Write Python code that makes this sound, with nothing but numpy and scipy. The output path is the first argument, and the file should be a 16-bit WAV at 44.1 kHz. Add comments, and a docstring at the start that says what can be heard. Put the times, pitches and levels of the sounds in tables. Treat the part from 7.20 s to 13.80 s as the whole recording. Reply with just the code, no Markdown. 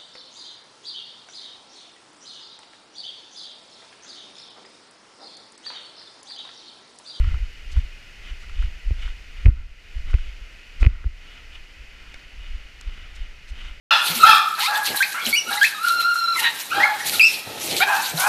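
"""Walking on scree above a river

A walker crosses loose scree above a rushing river, with a small cased camera worn on the body.
The river is coloured noise with splashes; steps are showers of tiny gravel impacts, and stones ring and crack.
The stride jolts the camera: it rumbles, thumps with low pulses, thuds dully and clacks in its mount.
The hardest jolts, in two groups, drive the limiter, so the river ducks and swells back."""
import sys
import numpy as np
from scipy import signal
from scipy.fft import rfft, irfft
from scipy.io import wavfile
from scipy.ndimage import uniform_filter1d, minimum_filter1d

SR = 44100
rng = np.random.default_rng(int(sys.argv[2]) if len(sys.argv) > 2 else 0)


def master(y):
    """Save y as 16-bit WAV."""
    cut = np.clip(np.atleast_2d(y).T, -1, 1)
    pcm = np.round(cut * 32767)  # scale
    wavfile.write(sys.argv[1], SR, pcm.astype(np.int16))


N = 291060
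TIME = np.arange(N) / SR


def undb(db):
    """Turn decibels into a gain."""
    return 10 ** (np.asarray(db) / 20)


def unit(x):
    """Scale to an rms of one."""
    return x / np.sqrt(np.mean(x ** 2))


def peaked(x):
    """Scale to a peak of one."""
    return x / np.max(np.abs(x))


def add(out, s, sound):
    """Mix a sound in at time s (seconds)."""
    start = int(np.clip(s * SR, 0, N - 1))
    out[start:start + len(sound)] += sound[:N - start]


def colour(x, points):
    """Filter through (Hz, dB) points without sounding early; white noise keeps its power."""
    size = 16384
    hz, db = np.transpose(points)
    bins_hz = np.fft.rfftfreq(size, 1 / SR)
    log_gain = np.log(undb(np.interp(np.log(bins_hz + 1), np.log(hz), db)))
    # fold the cepstrum: all of the filter's response then comes after its input
    cepstrum = irfft(log_gain)
    cepstrum[1:size // 2] *= 2
    cepstrum[size // 2 + 1:] = 0
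    response = irfft(np.exp(rfft(cepstrum)))
    return signal.fftconvolve(x, response / np.linalg.norm(response))[:len(x)]


def walk(rate):
    """Wander at random with an rms of one: rate new levels a second, smoothed twice."""
    k = int(SR / rate)
    steps = np.repeat(rng.standard_normal(N // k + 1), k)
    return unit(uniform_filter1d(uniform_filter1d(steps, k), k)[:N])


def grains(rate, spread_db):
    """Scatter tiny impacts at random, rate a second, mostly small and a few large."""
    chance, sign = rng.random(N), rng.choice([-1, 1], N)
    size = undb(spread_db * np.minimum(rng.exponential(size=N), 4))
    return unit((chance < rate / SR) * sign * size)


def swells(table):
    """Level of bell-shaped bursts given as (middle s, length s, dB), added as powers."""
    power = 0
    for s, length, db in table:
        power = power + undb(db) ** 2 * np.exp(-np.pi * ((TIME - s) / length * np.sqrt(2)) ** 2)
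    return np.sqrt(power)


def after_jolts(growth, build_s, fall_s):
    """Level of something stirred by the jolts: it builds up to each one, then dies away."""
    power = 0
    for s, db, _ in JOLTS:
        shape = np.exp(-2 * np.maximum((s - TIME) / build_s, (TIME - s) / fall_s))
        power = power + undb(growth * db) ** 2 * shape
    return np.sqrt(power)


def fade(t60, rise_s):
    """Envelope of a blow: it builds while the contact lasts, then dies away."""
    t = TIME[:SR // 10]
    return peaked((1 - np.exp(-(t / rise_s) ** 2)) * np.exp(-np.log(1000) * t / t60))


def ring(hz, t60, rise_s):
    """One struck tone: a sine that dies away."""
    envelope = fade(t60, rise_s)
    return np.sin(2 * np.pi * hz * TIME[:len(envelope)]) * envelope


def burst(t60, rise_s):
    """Noise that dies away like a blow."""
    envelope = fade(t60, rise_s)
    return rng.standard_normal(len(envelope)) * envelope


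# spectrum of the river: f/Hz, relative level/dB per Hz
RIVER_COLOUR = [(60, 8), (200, -3.5), (450, -5.5), (850, -8.5), (1150, -10), (1400, -1.5), (1650, -3),
                (2050, 3.5), (2850, 5.5), (3300, -5), (3950, -7.5), (4450, -7), (7000, -16), (7900, -21),
                (15000, -31.5)]
# the path leads slowly away from the white water: level at the start (dB), its fall (dB per s)
RIVER_DB, RECEDE_DB_PER_S = -46.5, 0.31


def river(surge_db=0.12, flicker_db=-0.9, spray_hz=4300.0, spray_power=1.0):
    """White water: a rush with splashes in it; its high spray fades faster with distance."""
    rush = colour(rng.standard_normal(N), RIVER_COLOUR) * undb(surge_db * walk(2.28))
    splashes = colour(grains(rate=2500, spread_db=2.0), RIVER_COLOUR) * undb(flicker_db * walk(23))
    water = rush + undb(-12.5) * splashes
    near_db = RIVER_DB - RECEDE_DB_PER_S * TIME
    low_pass = signal.butter(2, spray_hz, fs=SR, output="sos")
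    roar = signal.sosfiltfilt(low_pass, water)
    spray = (water - roar) * undb(spray_power * (near_db - near_db.mean()))
    return (roar + spray) * undb(near_db)


# spectrum of the camera's sway: f/Hz, relative level/dB per Hz
SWAY_COLOUR = [(12, -4), (25, 9.5), (48, -4.5), (70, -7.5), (100, -32), (150, -36), (300, -44.5),
               (600, -90)]
# level at rest and around a full-scale jolt (dB), and dB of sway for each dB of jolt
SWAY_REST_DB, SWAY_DB, SWAY_GROWTH = -47.5, -20, 0.61
# the sway builds as the body leans into a jolt and dies away after it (s to change by a factor e)
SWAY_BUILD_S, SWAY_FALL_S = 0.029, 0.071
# the body rocks for this long around each footfall (s)
ROCK_S = 0.23


def sway():
    """The stride rocks the camera: a deep rumble that swells around every footfall and jolt."""
    rocking = signal.hilbert(colour(rng.standard_normal(N), SWAY_COLOUR))
    strength = np.sqrt(uniform_filter1d(np.abs(rocking) ** 2, SR // 10))
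    steady = unit(rocking.real / strength)  # evened out, so that the levels below shape it
    stride = swells([(s, ROCK_S, db) for s, _, _, _, db in STEPS])
    shaken = undb(SWAY_DB) * after_jolts(SWAY_GROWTH, SWAY_BUILD_S, SWAY_FALL_S)
    return steady * np.sqrt(undb(SWAY_REST_DB) ** 2 + stride ** 2 + shaken ** 2)


# jolts of the camera: t/s, peak level of the shove/dB, basic f/Hz (before the strap and stop speeds)
JOLTS = [(.007, -8.5, 44), (0.041, -18.5, 72), (0.078, -13.5, 66), (.146, -16.5, 62.4), (.23, -16, 45),
         (.577, -6.5, 53), (.591, -14, 62), (1.119, -24.5, 46), (1.405, -13, 44.3), (1.446, -13, 45),
         (1.68, -13.5, 40.6), (1.717, -12.5, 70), (1.861, -23, 45.8), (2.265, 6, 69), (2.288, 4.5, 58.7),
         (2.77, -19, 48), (2.948, -6, 60.6), (3.22, -29.5, 49.7), (3.627, -6, 45.7), (3.671, 3, 66),
         (3.865, -8.5, 55.5), (4.62, -31.5, 44.8), (5.189, -27.5, 38.7), (5.311, -24.5, 40),
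         (5.353, -26, 52), (5.68, -21, 47.7), (6.014, -21, 38.3), (6.323, -23.5, 47)]


def jolts(mount_hz=52, mount_t60=0.16, wobble_db=-12, stop_share=0.32, stop_db=-1,
          stop_speed=1.49, strap_speed=0.8):
    """Each jolt shoves the camera out and back; the microphone feels the acceleration, then the mount wobbles."""
    shove = np.zeros(N)
    for s, db, hz in JOLTS:
        # a harder jolt puts more, up to a limit, on the stiff stop behind the soft strap
        hard = stop_share * min(1, undb(db - stop_db))
        for share, speed in ((1 - hard, strap_speed), (hard, stop_speed)):
            u = (np.pi * hz * speed * (TIME - s)) ** 2
            near = u < 20
            # acceleration of a bell-shaped movement
            shove[near] += undb(db) * share * (2 * u[near] - 1) * np.exp(-u[near])
    t = TIME[:SR // 2]
    decay = np.exp(-np.log(1000) * t / mount_t60)
    mount = 2 * np.cos(2 * np.pi * mount_hz * t) * decay / decay.sum()
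    wobble = signal.fftconvolve(shove, mount)[:N]
    return shove + undb(wobble_db) * wobble


# spectrum of the dull thud: f/Hz, relative level/dB per Hz
THUD_COLOUR = [(60, -18.5), (140, -5), (215, 6.5), (280, 1.5), (350, -4), (500, -11), (1000, -48)]


def thuds(thud_db=-33, thud_t60=0.14, lead_s=0.0087, growth=2.14):
    """Hard jolts shudder through straps and clothing as a dying thud; the padding passes only so much."""
    shudder = np.zeros(N)
    t = TIME[:SR // 3]
    for s, db, _ in JOLTS:
        strength = np.tanh(undb(growth * db))  # levels off for the hardest jolts
        add(shudder, s - lead_s, strength * np.exp(-np.log(1000) * t / thud_t60))
    return undb(thud_db) * colour(shudder * rng.standard_normal(N), THUD_COLOUR)


# a boot landing on or pushing off the scree: t/s (full weight), length of the roll/s,
# small gravel level/dB, coarse rubble level/dB, camera sway level/dB
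STEPS = [(.085, 0.16, -47, -46, -22.5), (.55, 0.15, -49.5, -61, -30.5), (1.08, 0.1, -45.5, -53.5, -40.5),
         (1.24, 0.038, -53, -51, -43), (1.405, 0.13, -45.5, -55, -28), (1.845, 0.12, -44, -49.5, -28.5),
         (2.20, 0.095, -52, -53.5, -36.5), (2.39, 0.072, -61, -51, -28),
         (2.901, 0.061, -46.5, -47.5, -25.5), (3.03, 0.17, -50.5, -67, -30.5),
         (3.63, .045, -44, -42.5, -43), (3.76, 0.18, -61, -48.5, -34), (4.137, 0.19, -49.5, -53, -51),
         (4.345, 0.059, -46, -60, -41), (4.90, 0.28, -54, -55, -46), (5.30, 0.29, -50, -57.5, -37.5),
         (5.76, 0.31, -50, -53.5, -39), (6.01, 0.14, -49.5, -56, -36), (6.44, 0.17, -43.5, -49.5, -34)]
# a sole sliding on fine grit: t/s (middle), length/s, level/dB
SCUFFS = [(.525, .021, -47), (.585, .028, -56), (1.22, .05, -55), (1.83, .07, -61), (2.238, .03, -62),
          (2.91, 0.023, -53), (3.612, 0.02, -46.5), (5.96, 0.019, -49.5), (6.295, .031, -52),
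          (6.46, .12, -63)]
# spectra of small gravel, coarse rubble and fine grit: f/Hz, relative level/dB per Hz
GRAVEL_COLOUR = [(300, -17.5), (1150, -17.5), (1420, -12.5), (1680, -8), (2080, -3), (2350, -1.5),
                 (2700, -1), (2950, 5), (3250, -3.5), (3650, -4.5), (4000, -15), (6500, -25), (7400, -29.5),
                 (14000, -45)]
RUBBLE_COLOUR = [(200, -0.5), (550, -11), (900, -10.5), (1200, -3.5), (1420, 5.5), (1680, -9.5),
                 (2080, 5.5), (2350, -2), (2900, -10.5), (3900, -14), (7000, -32), (14000, -64)]
GRIT_COLOUR = [(1000, 0.5), (2500, 2), (4000, 9.5), (7000, 2.5), (8500, -2), (12000, -12.5), (15000, -32)]
# rubble tumbling around a jolt: level at a full-scale jolt (dB), build and fall (s)
TUMBLE_DB, TUMBLE_BUILD_S, TUMBLE_FALL_S = -52, .01, 0.091
# grit hiss under a rolling sole, relative to its gravel (dB)
ROLL_GRIT_DB = -18.5


def footsteps(slip_db=2.0, tumble_db=-1.0, uneven_db=1.0):
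    """Scree slips in a dense shower of gravel, sparser knocks of rubble that tumble on, and hissing grit."""
    middle, length, gravel_db, rubble_db, _ = np.transpose(STEPS)
    roll = swells(zip(middle, length, gravel_db)) * undb(uneven_db * walk(25))
    gravel = grains(rate=1800, spread_db=1.0) * roll * undb(slip_db * walk(130))

    tumbling = undb(TUMBLE_DB) * after_jolts(0.83, TUMBLE_BUILD_S, TUMBLE_FALL_S)
    rubble_level = np.hypot(swells(zip(middle, length, rubble_db)), tumbling)
    rubble = grains(rate=830, spread_db=1.5) * rubble_level * undb(tumble_db * walk(90))

    # grit is too fine for single grains to be heard, so it is plain noise
    scuff = rng.standard_normal(N) * np.hypot(swells(SCUFFS), undb(ROLL_GRIT_DB) * roll)
    return colour(gravel, GRAVEL_COLOUR) + colour(rubble, RUBBLE_COLOUR) + colour(scuff, GRIT_COLOUR)


# stones striking each other: t/s, crack level/dB, ring f/Hz, bright snap level/dB relative to the crack
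STONES = [(0.043, -31, 1280, -15), (.141, -34.5, 1310, -16), (.5645, -31.5, 1450, -16),
          (1.295, -32.5, 1370, -11), (1.4242, -29, 1440, -12), (1.877, -32, 1460, -14),
          (2.932, -28, 1500, -22), (2.9842, -35.5, 1500, -20), (3.841, -30, 1420, -24),
          (4.9412, -29, 2240, -20), (5.611, -29.5, 2300, 11)]
# spectrum of a stone's crack: f as a multiple of its ring, relative level/dB per Hz
CRACK_COLOUR = [(.15, -5), (.45, -14), (.7, -0.5), (1, 5.5), (1.4, -2), (2.1, -6), (3.2, -19.5), (8, -42)]


def stones(ring_t60=0.036, ring_db=-8, contact_s=0.0012):
    """Stone on stone: a short dry ring in a rough crack of matching pitch, with a bright snap at its start."""
    out = np.zeros(N)
    for s, db, hz, snap_db in STONES:
        crack_points = [(hz * multiple, crack_db) for multiple, crack_db in CRACK_COLOUR]
        crack = colour(burst(t60=0.01, rise_s=contact_s), crack_points)
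        snap = colour(burst(t60=0.0075, rise_s=contact_s / 2), GRIT_COLOUR)
        tone = undb(ring_db) * ring(hz, ring_t60, contact_s)
        add(out, s, undb(db) * peaked(peaked(crack) + tone + undb(snap_db) * peaked(snap)))
    return out


# the case knocking in its mount: t/s, level of the ringing walls/dB, hollow body level/dB relative to them
CLACKS = [(.565, -37, 2), (1.708, -38.5, 12), (2.2577, -15.5, -18), (2.2647, -19.5, 6.5),
          (2.2800, -24.5, 4.5), (2.9407, -21.5, -1), (3.6290, -14, -6), (3.6429, -24, -7),
          (3.6490, -19.5, -4.5), (3.6640, -16, -6.5), (3.844, -44, 13)]
# what the case walls ring with: f/Hz (before a small random shift), t60/s (time to fall 60 dB), level/dB
CASE_MODES = [(1520, .008, -8), (2190, .009, -4), (2410, .007, 0), (3100, .008, -13), (3600, .005, -18),
              (4400, .006, -21)]
# spectrum of the dry tick of plastic on plastic: f/Hz, relative level/dB per Hz
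TICK_COLOUR = [(300, 1), (3000, 3), (4600, -3), (6500, -14.5), (14000, -31)]


def clacks(body_hz=265, body_t60=0.0087, detune=0.025, rattle_db=-20, tick_db=-15, contact_s=0.00049):
    """The plastic case strikes its mount: a dry tick, a hollow knock, ringing walls and a brief rattle."""
    out = np.zeros(N)
    for s, db, body_db in CLACKS:
        shifts = 1 + detune * rng.standard_normal(len(CASE_MODES))
        walls = 0
        for (hz, t60, mode_db), shift in zip(CASE_MODES, shifts):
            walls = walls + undb(mode_db) * ring(hz * shift, t60, contact_s)
        body = undb(body_db) * ring(body_hz, body_t60, contact_s)
        tick = undb(tick_db) * peaked(colour(burst(t60=0.0086, rise_s=contact_s), TICK_COLOUR))
        rattle = undb(rattle_db) * peaked(colour(burst(t60=0.037, rise_s=contact_s), RUBBLE_COLOUR))
        add(out, s, undb(db) * (peaked(walls) + body + tick + rattle))
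    return out


def scene():
    """River, boots and camera noises at one microphone."""
    return (river() + sway() + jolts() + thuds() + footsteps() + stones() + clacks())[None]


# ripple of the case's cavity in front of the microphone: f/Hz, relative level/dB
CAVITY_COLOUR = [(1700, 1), (2000, 1.5), (2300, -2.5), (2520, 1.5), (2730, -5), (2900, 0.6), (3100, -0.5),
                 (3700, 0), (3930, -2), (4200, 0.5)]
TOP_HZ = 14900  # nearly nothing passes well above this


def record(dry, ceiling_db=0., hold_s=0.23, release_db_per_s=27):
    """The case colours the sound; a look-ahead limiter ducks it at peaks and recovers slowly; the top is cut."""
    heard = colour(dry[0], CAVITY_COLOUR)
    over_db = np.maximum(20 * np.log10(np.abs(heard) + 1e-9) - ceiling_db, 0)
    hold = int(hold_s * SR) // 2
    ahead = int(.004 * SR)
    held_db = -minimum_filter1d(-over_db, 2 * hold + 1, origin=hold, mode="constant")
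    # after the hold, the cut shrinks at a steady rate
    release_db = release_db_per_s * TIME
    cut_db = np.maximum.accumulate(held_db + release_db) - release_db
    cut_db = -minimum_filter1d(-cut_db, ahead)  # the gain starts down just before the peak
    cut_db = uniform_filter1d(uniform_filter1d(cut_db, ahead), ahead)
    low_pass = signal.ellip(8, .2, 80, TOP_HZ, fs=SR, output="sos")
    return signal.sosfilt(low_pass, heard * undb(-cut_db))[None]


dry = scene()
out = record(dry)
master(out)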